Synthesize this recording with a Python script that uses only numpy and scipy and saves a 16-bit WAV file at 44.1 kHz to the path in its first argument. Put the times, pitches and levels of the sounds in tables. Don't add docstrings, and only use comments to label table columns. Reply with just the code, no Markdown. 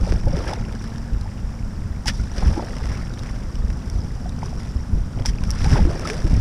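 import sys
import numpy as np
from scipy import signal
from scipy.io import wavfile
from scipy.ndimage import uniform_filter1d

SR = 44100
rng = np.random.default_rng(int(sys.argv[2]) if len(sys.argv) > 2 else 0)


def wrap_up_sound(samples):
    columns = np.atleast_2d(samples).T
    tamed = np.clip(columns, -1, 1)
    steps = np.round(tamed * 32767).astype(np.int16)
    wavfile.write(sys.argv[1], SR, steps)


N = 282587
T = np.arange(N) / SR

# peak_s, splash_db, rise_s, fall_s, churn_relative_db, spray_relative_db
SPLASH_EVENTS = [(0.089, -44, 0.12, 0.13, 5, 0.5), (0.384, -42, 0.09, 0.13, 5.5, -2),
                 (0.49, -35.5, 0.034, 0.041, 3, -6.5), (.82, -52, 0.076, 0.13, 0, 3),
                 (2.14, -56.5, 0.045, 0.18, -10.5, 12), (2.369, -45, 0.033, 0.66, 4, 0.5),
                 (2.48, -42.5, 0.14, 0.072, -3, -3.5), (2.585, -47.5, 0.031, 0.062, 14, -16),
                 (2.94, -42.5, 0.18, 0.092, -18, -4), (3.281, -46, 0.058, 0.092, -12, -4),
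                 (3.949, -60.5, 0.42, 0.4, 13.5, 8.5), (4.465, -47, 0.074, 0.037, 2.5, 2),
                 (4.6, -50.5, 0.04, 0.14, 1, 2.5), (5.195, -49, 0.03, 0.016, 11.5, -5),
                 (5.651, -39, 0.16, 0.15, -11, -0.5), (5.728, -35, 0.028, 0.033, -3, 0.5),
                 (5.769, -33.5, 0.046, .03, 4.5, -32), (5.901, -46, 0.014, 0.18, 10.5, 0.5),
                 (6.085, -37.5, 0.052, 0.093, -2.5, 0.5), (6.32, -46, 0.14, 0.85, 4, 1)]


def strokes():
    calm_db = (-57.5, -60.5, -60)
    settle_db, settle_s = -13, 0.59
    power = gain_of(calm_db)[:, None] ** 2 * np.ones(N)
    for peak_s, db, rise_s, fall_s, churn_rel_db, spray_rel_db in SPLASH_EVENTS:
        surge = np.exp(-2 * peak_distance(peak_s, rise_s, fall_s))
        settling = gain_of(settle_db) ** 2 * np.exp(-2 * peak_distance(peak_s, rise_s, settle_s))
        power += gain_of([[db + churn_rel_db], [db], [db + spray_rel_db]]) ** 2 * (surge + settling)
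    churn_db, splash_db, spray_db = 10 * np.log10(power)
    return churn(churn_db) + splash(splash_db) + spray(spray_db)


# frequency_hz, level_db
CHURN_SPECTRUM = [(150, -24.5), (320, 4), (900, 3.5), (2000, -41.5)]


def churn(level_db):
    cloud = bubbles(269.3, 1168, per_s=340, t60_cycles=18, spread_db=2)
    gurgle = evened(coloured(cloud, CHURN_SPECTRUM)) + gain_of(-16) * noise(CHURN_SPECTRUM)
    return steadied(gurgle, seconds=0.065) * gain_of(level_db + 2)


# frequency_hz, level_db
SPLASH_SPECTRUM = [(500, 3.5), (1000, -2.5), (1700, 0.5), (4000, -10), (7000, -20)]


def splash(level_db):
    density = crowding(level_db)
    cloud = bubbles(894, 3590, per_s=420 * density, t60_cycles=24, spread_db=4)
    tinkle = steadied(coloured(cloud, SPLASH_SPECTRUM), seconds=0.048)
    landings = gain_of(-1) * patter(per_s=70 * density, t60_s=0.047) * noise(SPLASH_SPECTRUM)
    return steadied(tinkle + landings, seconds=0.043) * gain_of(level_db + 3)


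# frequency_hz, level_db
SPRAY_SPECTRUM = [(1500, -21.5), (3500, -0.5), (9000, -4), (15000, -11)]


def spray(level_db):
    density = crowding(level_db)
    cloud = bubbles(3310, 11380, per_s=900 * density, t60_cycles=76, spread_db=3.5)
    fizz = gain_of(-5) * steadied(coloured(cloud, SPRAY_SPECTRUM), seconds=0.047)
    ticks = patter(per_s=110 * density, t60_s=0.03) * noise(SPRAY_SPECTRUM)
    return steadied(ticks + fizz, seconds=0.024) * gain_of(level_db - 3.5)


# start_s, level_db, pitch_hz, t60_s
GULPS_AND_KNOCKS = [(.073, -19, 566, 0.028), (0.124, -6.5, 335, 0.011), (.269, -12.5, 312, 0.0099),
                    (0.27, -19.5, 520, 0.073), (.270, -26, 794, 0.053), (0.338, -9.5, 149, 0.074),
                    (.331, -19, 514, 0.09), (.368, -18, 390, 0.061), (.471, -21, 1630, 0.03),
                    (0.5305, -14.5, 830, 0.024), (1.2568, -28.5, 830, 0.045), (2.057, -22, 820, 0.044),
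                    (2.197, -29.5, 1390, 0.036), (2.424, -19, 800, 0.013), (2.429, -12, 820, 0.003),
                    (2.568, -22, 800, 0.044), (2.5764, -11, 308, 0.031), (2.595, -18.5, 875, 0.028),
                    (2.594, -15, 477, 0.02), (4.2575, -26, 695, 0.044), (4.43, -15.5, 890, 0.012),
                    (4.528, -25, 690, 0.02), (5.252, -20.5, 863, 0.027), (5.385, -25.5, 2510, 0.01),
                    (5.656, -21.5, 790, 0.057), (5.718, -14, 234, 0.13), (5.73, -3, 119, 0.083),
                    (5.757, -16.5, 870, 0.025), (5.79, -24, 824, 0.044), (5.801, -7, 169, 0.068),
                    (5.852, -10.5, 285, 0.034), (5.87, -11, 314, 0.052), (6.052, -15, 1256, 0.038),
                    (6.1, -20.5, 393, 0.18), (6.24, -8.5, 133, 0.053), (6.249, -15, 304, 0.065)]


def gulps_and_knocks():
    direct = np.zeros(N)
    for start_s, db, hz, t60_s in GULPS_AND_KNOCKS:
        ring = bubble(hz, t60_s, octaves_per_s=8, onset_cycles=0.045 * t60_s * hz)
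        add(direct, start_s, gain_of(db) * ring)
    scatter = burst(t60_s=0.007) * rng.standard_normal(SR // 8)
    scattered = signal.oaconvolve(direct, scatter / np.linalg.norm(scatter))[:N]
    return direct + gain_of(-16) * scattered


# start_s, edge_db, body_db, t60_s
PADDLE_CONTACTS = [(0.1224, -47, -21.5, 0.0059), (2.0579, -33, -33, 0.028), (2.07, -25, -42, 0.016),
                   (2.073, -31.5, -29.5, 0.077), (2.08, -31, -21.5, 0.035), (2.093, -53, -27.5, 0.048),
                   (5.253, -41, -29, 0.0099), (5.258, -18, -23, 0.016), (5.272, -35.5, -46, 0.044),
                   (5.286, -39.5, -35, 0.061)]
# frequency_hz, level_db
EDGE_SPECTRUM = [(800, -22), (5300, -9.5), (7500, -11.5), (15000, -20)]
BODY_SPECTRUM = [(300, -3), (900, -6), (1250, -4), (1750, 8.5), (2650, -4.5), (3200, 2), (8000, -14.5)]


def clacks():
    rebound_s, rebound_db = 0.0065, -5.5
    edge, body = np.zeros((2, N))
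    for start_s, edge_db, body_db, t60_s in PADDLE_CONTACTS:
        for delay_s, contact_db in ((0, 0), (rebound_s, rebound_db)):
            add(edge, start_s + delay_s, gain_of(edge_db + contact_db) * burst(t60_s))
            add(body, start_s + delay_s, gain_of(body_db + contact_db) * burst(t60_s))
    bright = gain_of(-0.3) * edge * steadied(noise(EDGE_SPECTRUM), seconds=0.0026)
    hollow = body * steadied(noise(BODY_SPECTRUM), seconds=0.0085)
    return bright + hollow


# start_s, strength_db, plop_relative_db
DRIPS = [(0.368, -26.5, 4), (0.535, -22, 2.5), (.725, -30.5, 3), (0.751, -31.5, -7), (0.841, -28, -4),
         (.9594, -33, 1), (.982, -29.5, -13), (1.2114, -30, -15), (2.381, -24.5, 4.5), (2.4794, -27, -6),
         (2.7666, -29, 5.5), (2.856, -28, 0), (3.1383, -31, -2), (3.1921, -26, -14), (3.234, -29.5, 5),
         (3.5551, -29, -7), (3.702, -32, 7.5), (4.293, -28, -13), (5.2214, -36, 10), (5.437, -27, 6.5),
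         (5.644, -22, 7.5), (6.074, -17.5, 1.5), (6.1, -24.5, 11)]


def drips():
    tick, plop, plinks = np.zeros((3, N))
    pitches_hz = rng.uniform(1384, 4220, len(DRIPS))
    for (start_s, db, plop_db), hz in zip(DRIPS, pitches_hz):
        add(plinks, start_s, gain_of(db - 7.5) * bubble(hz, t60_s=0.016))
        add(tick, start_s, gain_of(db - 7) * burst(t60_s=0.009))
        add(plop, start_s, gain_of(db + plop_db - 7) * burst(t60_s=0.02))
    ticks = tick * steadied(noise(SPRAY_SPECTRUM), seconds=0.0043)
    plops = plop * steadied(noise(SPLASH_SPECTRUM), seconds=0.004)
    return ticks + plops + plinks


# start_s, strength_db
CASE_STRIKES = [(3.187, -14), (3.8997, -5), (5.5057, 6), (5.513, -1), (5.9957, -3)]
# frequency_hz, gain_db
CASE_RESPONSE = [(3500, -11), (5600, -0.5), (8200, -5.5), (12500, -3.5), (15000, -14)]


def case_pings():
    strikes = np.zeros(N)
    for start_s, db in CASE_STRIKES:
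        strike = gain_of(-20) * burst(t60_s=0.011) * rng.standard_normal(SR // 8)
        strike[0] = 1
        add(strikes, start_s, gain_of(db - 6) * strike)
    return coloured(strikes, CASE_RESPONSE)


# peak_s, strength_db, length_s
WIND_GUSTS = [(.01, -15.5, 0.021), (0.124, -13.5, 0.02), (0.267, -15, 0.036), (0.598, -24.5, 0.028),
              (1.139, -16.5, 0.011), (2.071, -10, 0.007), (2.197, -18, 0.014), (2.42, -15, 0.036),
              (2.493, -12.5, 0.018), (2.87, -18.5, 0.025), (3.62, -18.5, 0.053), (3.96, -19.5, 0.027),
              (4.044, -14, 0.0056), (4.77, -16.5, 0.01), (4.952, -10.5, 0.016), (5.202, -22, .025),
              (5.307, -19.5, 0.024), (5.477, -18.5, 0.057), (5.682, -11.5, 0.042), (5.73, -19, 0.024),
              (5.821, -11.5, 0.038), (6.248, -12.5, 0.011), (6.342, -11.5, 0.052)]


def wind_strength_db():
    breeze_db, wander_db, wander_s = -26.5, 2.5, 0.091
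    knots_s = np.arange(0, T[-1] + wander_s, wander_s)
    wander = np.interp(T, knots_s, rng.standard_normal(len(knots_s)))
    power = gain_of(breeze_db + wander_db * wander) ** 2
    for peak_s, db, length_s in WIND_GUSTS:
        distance = peak_distance(peak_s, rise_s=0.95 * length_s, fall_s=1.84 * length_s)
        power += gain_of(db) ** 2 * np.exp(-distance ** 2)
    return 10 * np.log10(power)


# frequency_hz, level_db
RUMBLE_SPECTRUM = [(10, -7.5), (42, 3), (110, -6.5), (400, -39.5), (3000, -81)]
EDDY_SPECTRUM = [(40, -4.5), (160, 12.5), (320, -7.5), (3000, -54)]


def wind():
    strength_db = wind_strength_db()
    pulses = impacts(per_s=770, spread_db=4.5)
    rumble = steadied(coloured(pulses, RUMBLE_SPECTRUM), seconds=0.26)
    eddies = steadied(coloured(pulses, EDDY_SPECTRUM), seconds=1.0)
    return rumble * gain_of(strength_db - 1.5) + eddies * gain_of(1.305 * strength_db - 10.5)


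# time_s, pitch_hz, level_db
MOTOR_GLIDE = [(.6, 212.9, -37.5), (.9, 222.9, -34.5), (1.2, 230.7, -41)]


def motor():
    turns = np.cumsum(curve(MOTOR_GLIDE, column=1)) / SR
    audible = (T > MOTOR_GLIDE[0][0]) & (T < MOTOR_GLIDE[-1][0])
    fade = uniform_filter1d(audible.astype(float), SR // 10)
    return np.sin(2 * np.pi * turns) * gain_of(curve(MOTOR_GLIDE, column=2)) * fade


# time_s, level_db
DRONE_SWELL = [(1.7, -35), (3.9, -33), (6.4, -33)]
# frequency_hz, level_db
DRONE_SPECTRUM = [(40, -15), (100, 4.5), (245, -0.5), (330, -20.5), (1500, -97.5)]
RUSTLE_SPECTRUM = [(350, -2.5), (1500, -8.5), (2500, -18.5), (7500, -28), (15000, -48)]


def outdoors():
    drone = gain_of(curve(DRONE_SWELL, column=1)) * noise(DRONE_SPECTRUM)
    return drone + gain_of(-45.5) * noise(RUSTLE_SPECTRUM)


def bubble(hz, t60_s, octaves_per_s=4.1, onset_cycles=0.03):
    t = np.arange(int(t60_s * SR) + 1) / SR
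    turns = np.cumsum(hz * 2 ** (octaves_per_s * t)) / SR
    onset = 1 - np.exp(-turns / onset_cycles)
    return np.sin(2 * np.pi * turns) * np.exp(-np.log(1000) * t / t60_s) * onset


def bubbles(low_hz, high_hz, per_s, t60_cycles, spread_db, sizes=48):
    clicks = impacts(per_s, spread_db)
    size_index = rng.integers(0, sizes, N)
    rings = [bubble(hz, t60_cycles / hz) for hz in np.geomspace(low_hz, high_hz, sizes)]
    cloud = np.zeros(N)
    for i in np.flatnonzero(clicks):
        add(cloud, i / SR, clicks[i] * rings[size_index[i]])
    return evened(cloud)


def impacts(per_s, spread_db):
    size = gain_of(spread_db * np.minimum(rng.exponential(1, N), 4))
    return size * rng.choice([-1, 1], N) * (rng.random(N) < per_s / SR)


def patter(per_s, t60_s):
    energy = impacts(per_s, spread_db=4.5) ** 2 / per_s
    power = signal.oaconvolve(energy, burst(t60_s) ** 2)[:N]
    return evened(np.sqrt(abs(power)))


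def crowding(level_db, reference_db=-49):
    return gain_of(level_db - reference_db) ** 1.44


def burst(t60_s, rise_s=0.00016):
    t = T[:SR // 8]
    return np.exp(-np.log(1000) * t / t60_s) * (1 - np.exp(-t / rise_s))


def peak_distance(peak_s, rise_s, fall_s):
    return np.maximum((peak_s - T) / rise_s, (T - peak_s) / fall_s)


def coloured(x, spectrum):
    hz, db = np.transpose(spectrum)
    bins_hz = abs(np.fft.fftfreq(8192, 1 / SR))
    log_gain = np.log(gain_of(np.interp(np.log(bins_hz + 1), np.log(hz), db)))
    response = np.exp(np.conj(signal.hilbert(log_gain)))
    taps = np.fft.ifft(response).real
    return signal.oaconvolve(x, taps[:len(taps) // 2])[:len(x)]


def noise(spectrum):
    return evened(coloured(rng.standard_normal(N), spectrum))


def steadied(x, seconds):
    size = max(int(seconds * SR), 3)
    power = uniform_filter1d(uniform_filter1d(x ** 2, size), size)
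    return x / np.sqrt(abs(power) + 1e-12)


def evened(x):
    return x / np.sqrt(np.mean(x ** 2) + 1e-20)


def gain_of(db):
    return 10 ** (np.asarray(db) / 20)


def curve(rows, column):
    columns = np.transpose(rows)
    return np.interp(T, columns[0], columns[column])


def add(mix, start_s, sound):
    part = mix[max(round(start_s * SR), 0):][:len(sound)]
    part += sound[:len(part)]


def scene():
    paddling = strokes() + gulps_and_knocks() + clacks() + drips() + case_pings()
    return (paddling + wind() + motor() + outdoors())[None]


# frequency_hz, gain_db
HOUSING_RESPONSE = [(3000, 0.5), (4270, -2.5), (5050, 9.5), (5750, 11), (6450, -2), (10400, -2.5),
                    (11700, -13)]
# frequency_hz, level_db
HISS_SPECTRUM = [(3000, -3.5), (7200, 6.5), (10400, 0.5), (11700, -6)]


def record(dry):
    cutoff_hz = 15000
    housed = coloured(dry[0], HOUSING_RESPONSE) + gain_of(-59.5) * noise(HISS_SPECTRUM)
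    lowpass = signal.firwin(255, cutoff_hz, window=("kaiser", 9), fs=SR)
    return signal.oaconvolve(housed, lowpass, "same")[None]


dry = scene()
out = record(dry)
wrap_up_sound(out)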